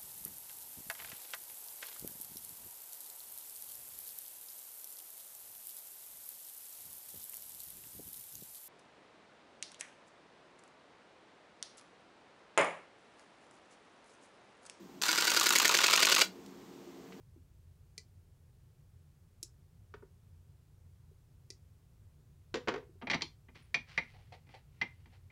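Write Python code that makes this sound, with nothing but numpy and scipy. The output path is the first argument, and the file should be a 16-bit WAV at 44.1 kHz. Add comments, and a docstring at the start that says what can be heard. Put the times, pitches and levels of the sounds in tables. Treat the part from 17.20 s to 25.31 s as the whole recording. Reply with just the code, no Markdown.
"""A low hum in a small dry room, and a soft thump on a workbench mat. Close to the one microphone,
flush cutters snip three wire legs off a small circuit board, each a snap with a ring of the jaws.
The cutters are laid aside and a solder spool is set down, rocking on the booming bench top.
A metal tool, likely a soldering iron, clacks in its ringing stand and is wiped with a fine scratch.
A limiter on the microphone holds down the loudest knocks."""
import sys
import numpy as np
from scipy import signal
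from scipy.fft import rfft, irfft, next_fast_len
from scipy.io import wavfile
from scipy.ndimage import uniform_filter1d, minimum_filter1d

SR = 44100
rng = np.random.default_rng(int(sys.argv[2]) if len(sys.argv) > 2 else 0)


def wav_record(signal):
    """Record a signal, one row per channel, as 16-bit PCM in the file named by sys.argv[1]."""
    frames = np.transpose(np.atleast_2d(signal))
    bounded = np.clip(frames, -1, 1)
    # unit amplitude maps onto the largest positive 16-bit level
    quanta = np.round(bounded * 32767).astype(np.int16)
    wavfile.write(sys.argv[1], SR, quanta)


N = 357651
RING_SIZE, FFT_SIZE = 8192, next_fast_len(N, real=True)
TIME, AGE = np.arange(N) / SR, np.arange(RING_SIZE) / SR  # seconds into the scene, and since a contact
FREQS = np.fft.rfftfreq(FFT_SIZE, 1 / SR)


def amp(db):
    """Decibels to gain."""
    return 10 ** (np.asarray(db) / 20)


def unit_rms(x):
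    """Scale to an rms of one."""
    return x / np.sqrt(np.mean(x ** 2))


def at_level(x, db):
    """Scale a short sound so that its energy, spread over a fiftieth of a second, has this level."""
    return x * amp(db) * np.sqrt(SR / 50 / np.sum(x ** 2, axis=-1, keepdims=True))


def fade(t60):
    """Exponential decay, 60 dB down after t60 seconds."""
    return np.exp(-np.log(1000) * AGE / t60)


def swell(s, attack_s, hold_s, t60):
    """Pressure that builds, holds and dies away."""
    age = TIME - s
    rise = np.clip(age / attack_s, 0, 1) ** 2
    return rise * np.exp(-np.log(1000) * np.maximum(age - attack_s - hold_s, 0) / t60)


def colour_db(points, hz):
    """Read a spectrum on a log-frequency axis."""
    point_hz, db = np.transpose(points)
    return np.interp(np.log(hz + 1), np.log(point_hz), db)


def coloured(x, points):
    """Give a steady sound a spectrum."""
    return unit_rms(irfft(rfft(x, FFT_SIZE) * amp(colour_db(points, FREQS)), FFT_SIZE)[:N])


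def resonant_noise(peaks):
    """Noise in steep resonances."""
    gain = sum(amp(db) / (1 + (2 * (FREQS - hz) / width) ** 2) for hz, width, db in peaks)
    return unit_rms(irfft(rfft(rng.standard_normal(FFT_SIZE)) * gain, FFT_SIZE)[:N])


def add(track, s, x):
    """Mix a short sound in at s seconds."""
    start = int(s * SR)
    track[start:start + len(x)] += x[:N - start]


def crack(colour, t60, slope, treble_db=0, bass_db=0, treble_hz=3500, bass_hz=450, rise_s=0.00073):
    """A dense cloud of short-lived modes; the low ones build up later and last longer."""
    edges = np.geomspace(90, 16500, 27)[:, None]
    lo, hi = edges[:-1], edges[1:]
    hz, bins = np.sqrt(lo * hi), np.fft.rfftfreq(RING_SIZE, 1 / SR)
    bands = irfft(rfft(rng.standard_normal(RING_SIZE)) * ((bins >= lo) & (bins < hi)))
    onset = 1 - np.exp(-(AGE / (rise_s + 1 / hz)) ** 2)
    bands = bands * fade(t60 * (2000 / hz) ** slope) * onset
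    share = amp(colour_db(colour, hz)) * np.sqrt(hi - lo)
    shelves_db = treble_db / (1 + (treble_hz / hz) ** 3) + bass_db / (1 + (hz / bass_hz) ** 3)
    return np.sum(at_level(bands, shelves_db) * share / np.linalg.norm(share), axis=0)


def ring(modes, db, contact_s, sag=0, spread_db=4.0, detune=0.0016, settle_s=0.0023):
    """Struck modes, weighted anew each time; with sag, they start flat and glide quickly up to pitch."""
    chance = rng.standard_normal((len(modes), 3))
    clock = AGE - sag * settle_s * (1 - np.exp(-AGE / settle_s))
    ringing = np.zeros(RING_SIZE)
    for (hz, mode_db, t60), (weight, mistune, polarity) in zip(modes, chance):
        tone = np.sign(polarity) * np.sin(2 * np.pi * hz * (1 + detune * mistune) * clock)
        ringing += amp(mode_db + spread_db * weight) * tone * fade(t60)
    return at_level(ringing * (1 - np.exp(-AGE / contact_s)), db)


# Low resonances of the room. 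Each row: frequency in Hz, width in Hz, relative level in dB.
ROOM_MODES = [(34.5, 9, -12.5), (58.6, 20, -6), (86.12, 12, 0), (102.6, 9.8, -4.5), (123.08, 15, -7),
              (146.2, 14, -7), (171.2, 15, -16), (226.06, 15, -19.5)]
# Spectrum of the hiss. Each row: frequency in Hz, relative level in dB.
HISS_COLOUR = [(20, -7), (100, -26.5), (220, 10.5), (400, 13), (600, 5.5), (1000, 2.5), (2000, -2.5),
               (4000, -5), (8000, -5.5), (16000, -8.5)]


def room_tone(hum_db=-60.0, hiss_db=-76):
    """A low, wavering hum in the room's resonances, over faint even hiss."""
    hum = amp(hum_db) * resonant_noise(ROOM_MODES)
    return hum + amp(hiss_db) * coloured(rng.standard_normal(N), HISS_COLOUR)


# Low thumps on the bench. Each row: start in seconds, pitch in Hz, level in dB.
BENCH_THUMPS = [(.162, 339, -61), (0.173, 265, -65.5), (2.744, 413, -54.5), (2.827, 387, -56.5),
                (3.914, 398, -70), (5.631, 400, -61), (5.694, 350, -61), (5.755, 383, -67),
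                (5.838, 245, -49), (5.947, 236, -43.5), (5.958, 160, -44.5)]


def bench_thumps():
    """Low, damped thumps, from soft presses on the mat and the stand bumping the bench."""
    out = np.zeros(N)
    for s, hz, db in BENCH_THUMPS:
        add(out, s, ring([(hz, 0, .055)], db, contact_s=0.00089))
    return out


# Wire legs parting close to the microphone. Each row: start in seconds, level in dB, treble in dB,
# board ring in dB, thud pitch in Hz, thud level in dB.
WIRE_SNIPS = [(0.7788, -44.5, -17, -58, 423, -63), (2.2287, -46.5, 2, -97, 341, -60.5),
              (4.303, -46.5, -20.5, -68, 380.6, -59)]
# Spectrum of the snap. Each row: frequency in Hz, relative level in dB.
SNAP_COLOUR = [(500, -35.5), (1000, -34), (1700, -29), (2300, -18), (3100, -20), (3900, -8), (5000, 1.5),
               (6300, -3.5), (7200, -2.5), (9000, -6.5), (11500, -5), (12600, -18), (15500, -34)]
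# Modes of the jaws and of the board. Each row: frequency in Hz, relative level in dB, t60 in seconds.
JAW_MODES = [(4560, -4, .02), (4780, -1, .02), (4930, 0, .02), (5120, 0, .02), (5690, -4, .02),
             (5970, -3, .025), (6260, -3, .03)]
BOARD_MODES = [(2000, 13, 0.04), (2246, -5, 0.012), (2370, 15, 0.018)]


def cutters(slam_s=0.005, slam_db=-6):
    """The wire snaps, the jaws ring and slam shut, and the board jolts against the mat."""
    out = np.zeros(N)
    for s, db, treble_db, board_db, thud_hz, thud_db in WIRE_SNIPS:
        for lag_s, share_db in ((0, 0), (slam_s, slam_db)):
            snap = crack(SNAP_COLOUR, t60=.012, slope=.2, treble_db=treble_db,
                         treble_hz=7500, rise_s=.0003)
            add(out, s + lag_s, amp(db + share_db) * snap)
        add(out, s, ring(JAW_MODES, db - 8, contact_s=.0002))
        add(out, s, ring(BOARD_MODES, board_db, contact_s=0.0013))
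        add(out, s, ring([(thud_hz, 0, .05)], thud_db, contact_s=0.00104))
    return out


# Hand, cutters and spool meeting the bench. Each row: start in seconds, level in dB, treble in dB,
# bench boom in dB, plastic clack in dB, number of contacts, seconds between them.
BENCH_KNOCKS = [(2.7397, -57.5, 1.5, -66, -56, 1, 0), (2.824, -66, -30, -58, -68, 1, 0),
                (5.3412, -41, 12, -37.5, -53, 3, .014), (5.474, -39.5, -3.5, -40, -50, 1, 0),
                (5.4826, -33.5, 2.5, -39.5, -40.5, 2, 0.0056), (5.518, -47, -12, -42, -60, 1, 0),
                (5.539, -43, -0.5, -40.5, -65, 3, .0195)]
# Spectrum of a knock. Each row: frequency in Hz, relative level in dB.
BENCH_COLOUR = [(100, -11), (160, -10), (250, -9), (420, 2.5), (650, -7), (850, -0.5), (1200, -5),
                (2000, -6), (3000, -12.5), (5000, -20.5), (7000, -30.5), (9000, -48.5), (11000, -54.5),
                (15000, -63)]
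# Modes of bench top and hollow plastic. Each row: frequency in Hz, relative level in dB, t60 in seconds.
BENCH_MODES = [(250, -12, .1), (340, -6, .08), (405, -3, .06), (458, 0, .075), (505, -6, .05)]
PLASTIC_MODES = [(970, 0, 0.051), (1278, 11, 0.022), (1346, 12, 0.0084), (1460, -2, 0.0088),
                 (1460, 18, 0.0195), (1620, 5, 0.0076), (1950, -18, 0.0067)]


def bench_knocks(rock_loss_db=6.5, boom_loss_db=1):
    """Things set down rock to rest, each contact weaker: plastic clatter over the boom of the bench."""
    out = np.zeros(N)
    for s, db, treble_db, boom_db, clack_db, contacts, gap_s in BENCH_KNOCKS:
        for k in range(contacts):
            at, loss_db = s + k * gap_s, k * rock_loss_db
            knock = crack(BENCH_COLOUR, t60=0.052, slope=0.13, treble_db=treble_db, treble_hz=3030)
            add(out, at, amp(db - loss_db) * knock)
            add(out, at, ring(BENCH_MODES, boom_db - k * boom_loss_db, contact_s=0.00086))
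            add(out, at, ring(PLASTIC_MODES, clack_db - loss_db, contact_s=0.00017))
    return out


# The iron against its stand. Each row: start in seconds, level in dB, treble in dB, ring in dB,
# lean of the ring to its higher modes in dB per octave.
IRON_CLACKS = [(5.814, -52.5, -29, -71.5, -3), (5.821, -45.5, -30, -66, 6), (5.870, -41, -17, -45, -1.5),
               (5.899, -37.5, 1.5, -36.5, 6), (5.912, -41, 5.5, -40, -4), (5.9317, -36, -6.5, -35.5, 2),
               (5.9419, -37.5, -1, -57, -3.5), (6.009, -53, -1, -48, -1.5),
               (6.285, -63, -28.5, -65.5, -3.5), (6.355, -62.5, -5.5, -67, 3), (6.543, -40, 8, -30, 8),
               (6.7762, -38.5, -2.5, -30.5, -19), (7.268, -74, -5.5, -76, -5), (7.290, -66.5, -9, -68, -1),
               (7.6137, -41.5, -2.5, -33, 8.5), (7.857, -67, -8, -73.5, -3.5),
               (8.1, -74.5, -7, -65.5, -6.5)]
# Spectrum of a clack. 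Each row: frequency in Hz, relative level in dB.
STAND_COLOUR = [(100, -21), (160, 7), (260, 4), (480, 0), (650, -1), (820, 7), (1200, -1), (2200, 1),
                (3200, -0.5), (4400, -2.5), (5700, -8), (6800, -21), (9500, -36), (15000, -69.5)]
# Modes of the stand. Each row: frequency in Hz, relative level in dB, t60 in seconds.
STAND_MODES = [(1930, 0, 0.0067), (1940, 2.5, 0.014), (2010, -0.5, 0.033), (2080, 4, 0.06),
               (2235.3, -2, 0.032), (2430, 3, 0.017), (2433, 4, 0.051), (2870, -12.5, 0.049),
               (3030, -9.5, 0.033), (3350, -0.5, 0.023), (3653, -14, 0.021), (4400, -20, 0.024)]


def iron_in_stand(rebound_s=.007, rebound_db=-9.5, rebound_ring_db=-9, hard_db=-37.5, bass_per_db=0.3973):
    """The iron clacks and rebounds in its stand, whose close modes beat against each other."""
    out = np.zeros(N)
    lowest_hz = STAND_MODES[0][0]
    for s, db, treble_db, ring_db, lean_db in IRON_CLACKS:
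        # the place struck favours some modes
        modes = [(hz, level + lean_db * np.log2(hz / lowest_hz), t60) for hz, level, t60 in STAND_MODES]
        rebound = (s + rebound_s, db + rebound_db, ring_db + rebound_ring_db)
        for at, hit_db, modes_db in ((s, db, ring_db), rebound):
            bass_db = bass_per_db * (hard_db - hit_db)  # softer contacts are rounder
            clack = crack(STAND_COLOUR, t60=0.05, slope=0.44, treble_db=treble_db, bass_db=bass_db)
            add(out, at, amp(hit_db) * clack)
            add(out, at, ring(modes, modes_db, contact_s=0.0018, sag=0.18))
    return out


# The strike on the iron's barrel: start in seconds, level in dB, ring in dB.
BARREL_STRIKE = (6.0202, -37, -39)
# Its spectrum. Each row: frequency in Hz, relative level in dB.
BARREL_COLOUR = [(120, -20), (380, 1), (650, -41), (900, -5), (1350, -18.5), (2300, -12.5), (3100, -6),
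                 (4400, 0.5), (6000, -10), (8000, -26), (10000, -59.5), (15000, -45)]
# Modes of the barrel. Each row: frequency in Hz, relative level in dB, t60 in seconds.
BARREL_MODES = [(2310, 8.5, 0.03), (3120, 4, 0.097), (3463, -8, 0.066), (4200, 0, .06), (4160, -1, 0.053),
                (4300, 3, 0.055), (4530, 0, .06), (5120, -13, 0.068), (6490, -15, 0.045), (9600, -24, 0.14)]


def barrel_clink():
    """One bright strike sets the iron's barrel ringing."""
    out = np.zeros(N)
    s, db, ring_db = BARREL_STRIKE
    add(out, s, amp(db) * crack(BARREL_COLOUR, t60=0.026, slope=0.61, rise_s=0.00034))
    add(out, s, ring(BARREL_MODES, ring_db, contact_s=0.00014))
    return out


# The tip dragged through its cleaner. Each row: start and rise in seconds, level in dB, t60 in seconds.
TIP_STROKES = [(6.34, 0.014, -61.5, 0.42), (6.65, 0.05, -56.5, 0.57), (6.85, .05, -71, 1.5),
               (7.27, 0.048, -67, 0.3), (7.43, 0.18, -74.5, 1.9), (7.87, 0.089, -71.5, 0.1)]
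# The tip jabbed into the cleaner's holder. Each row: start in seconds, level in dB.
TIP_JABS = [(6.936, -64), (6.984, -70.5), (7.119, -53), (7.337, -54.5), (7.922, -68)]
# Spectrum of the scratch. Each row: frequency in Hz, relative level in dB.
TIP_COLOUR = [(600, -16), (1100, 0), (1600, 0), (2200, 5), (3000, 1.5), (3700, -2.5), (4400, -2.5),
              (5900, -10), (6500, -15.5), (9000, -24), (15000, -47)]
# Resonances of the holder and of thin metal in it. Each row: frequency and width in Hz, relative dB.
HOLDER_MODES = [(495, 150, -4), (774, 160, -0.5), (880, 95, -8), (1990, 240, -8), (4280, 860, -19)]
THIN_METAL_MODES = [(9650, 336, 0)]
# The thin metal springing free: start and rise in seconds, level in dB, t60 in seconds.
METAL_FLICK = (6.412, .018, -78, .2)


def wiping(catches_per_s=5000, grain_db=-5.0, jab_scratch_db=-7, stroke_hollow_db=-14.5, zing_db=-21):
    """The tip slips in many tiny catches; its holder answers with a hollow rub and a faint zing."""
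    drag = sum(amp(db) * swell(s, attack_s, 0, t60) for s, attack_s, db, t60 in TIP_STROKES)
    jab = sum(amp(db) * swell(s, attack_s=0.0049, hold_s=0.012, t60=.16) for s, db in TIP_JABS)
    friction = np.hypot(drag, amp(jab_scratch_db) * jab)
    pressure = np.hypot(jab, amp(stroke_hollow_db) * drag)
    catches = rng.standard_normal(N) * (rng.random(N) < catches_per_s / SR)
    catches *= amp(grain_db * np.minimum(rng.exponential(size=N), 4))  # uneven in strength
    scratch = coloured(catches, TIP_COLOUR) * friction
    hollow = resonant_noise(HOLDER_MODES) * pressure
    s, rise_s, db, t60 = METAL_FLICK
    touch = amp(zing_db) * np.minimum(friction, amp(-69))  # any touch sets the thin metal going
    zing = resonant_noise(THIN_METAL_MODES) * (touch + amp(db) * swell(s, rise_s, 0, t60))
    return scratch + hollow + zing


def room(x, early_db, tail_db, early_t60, tail_t60, dull_hz=7500):
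    """Direct sound, quick reflections off the bench and things on it, then a small room's short tail."""
    early = rng.standard_normal(RING_SIZE) * fade(early_t60) * (AGE > .002)
    # small things reflect little bass
    early = signal.sosfilt(signal.butter(1, 600, "high", fs=SR, output="sos"), early)
    tail = rng.standard_normal(RING_SIZE) * fade(tail_t60) * (1 - np.exp(-AGE / 0.0048))
    tail = signal.sosfilt(signal.butter(2, dull_hz, fs=SR, output="sos"), tail)
    response = amp(early_db) * early / np.linalg.norm(early) + amp(tail_db) * tail / np.linalg.norm(tail)
    return x + signal.oaconvolve(x, response)[:N]


def scene():
    """The workbench in mono, from one close microphone."""
    snips = room(cutters(), early_db=-15.5, tail_db=-13.5, early_t60=0.052, tail_t60=0.15, dull_hz=10000)
    bench = room(bench_knocks() + bench_thumps(), early_db=-14.5, tail_db=-14, early_t60=.13, tail_t60=.24)
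    iron = room(iron_in_stand() + barrel_clink(), early_db=-10, tail_db=-14.5, early_t60=.05, tail_t60=.2)
    return (snips + bench + iron + wiping() + room_tone())[None]


def record(dry, ceiling_db=-19, top_hz=15800):
    """A fast limiter after the microphone holds the loudest knocks down; the top is cut."""
    gain = np.minimum(1, amp(ceiling_db) / (np.abs(dry) + 1e-9))
    gain = uniform_filter1d(minimum_filter1d(gain, size=64), size=48)
    return signal.sosfilt(signal.ellip(10, .2, 70, top_hz, fs=SR, output="sos"), dry * gain)


dry = scene()
out = record(dry)
wav_record(out)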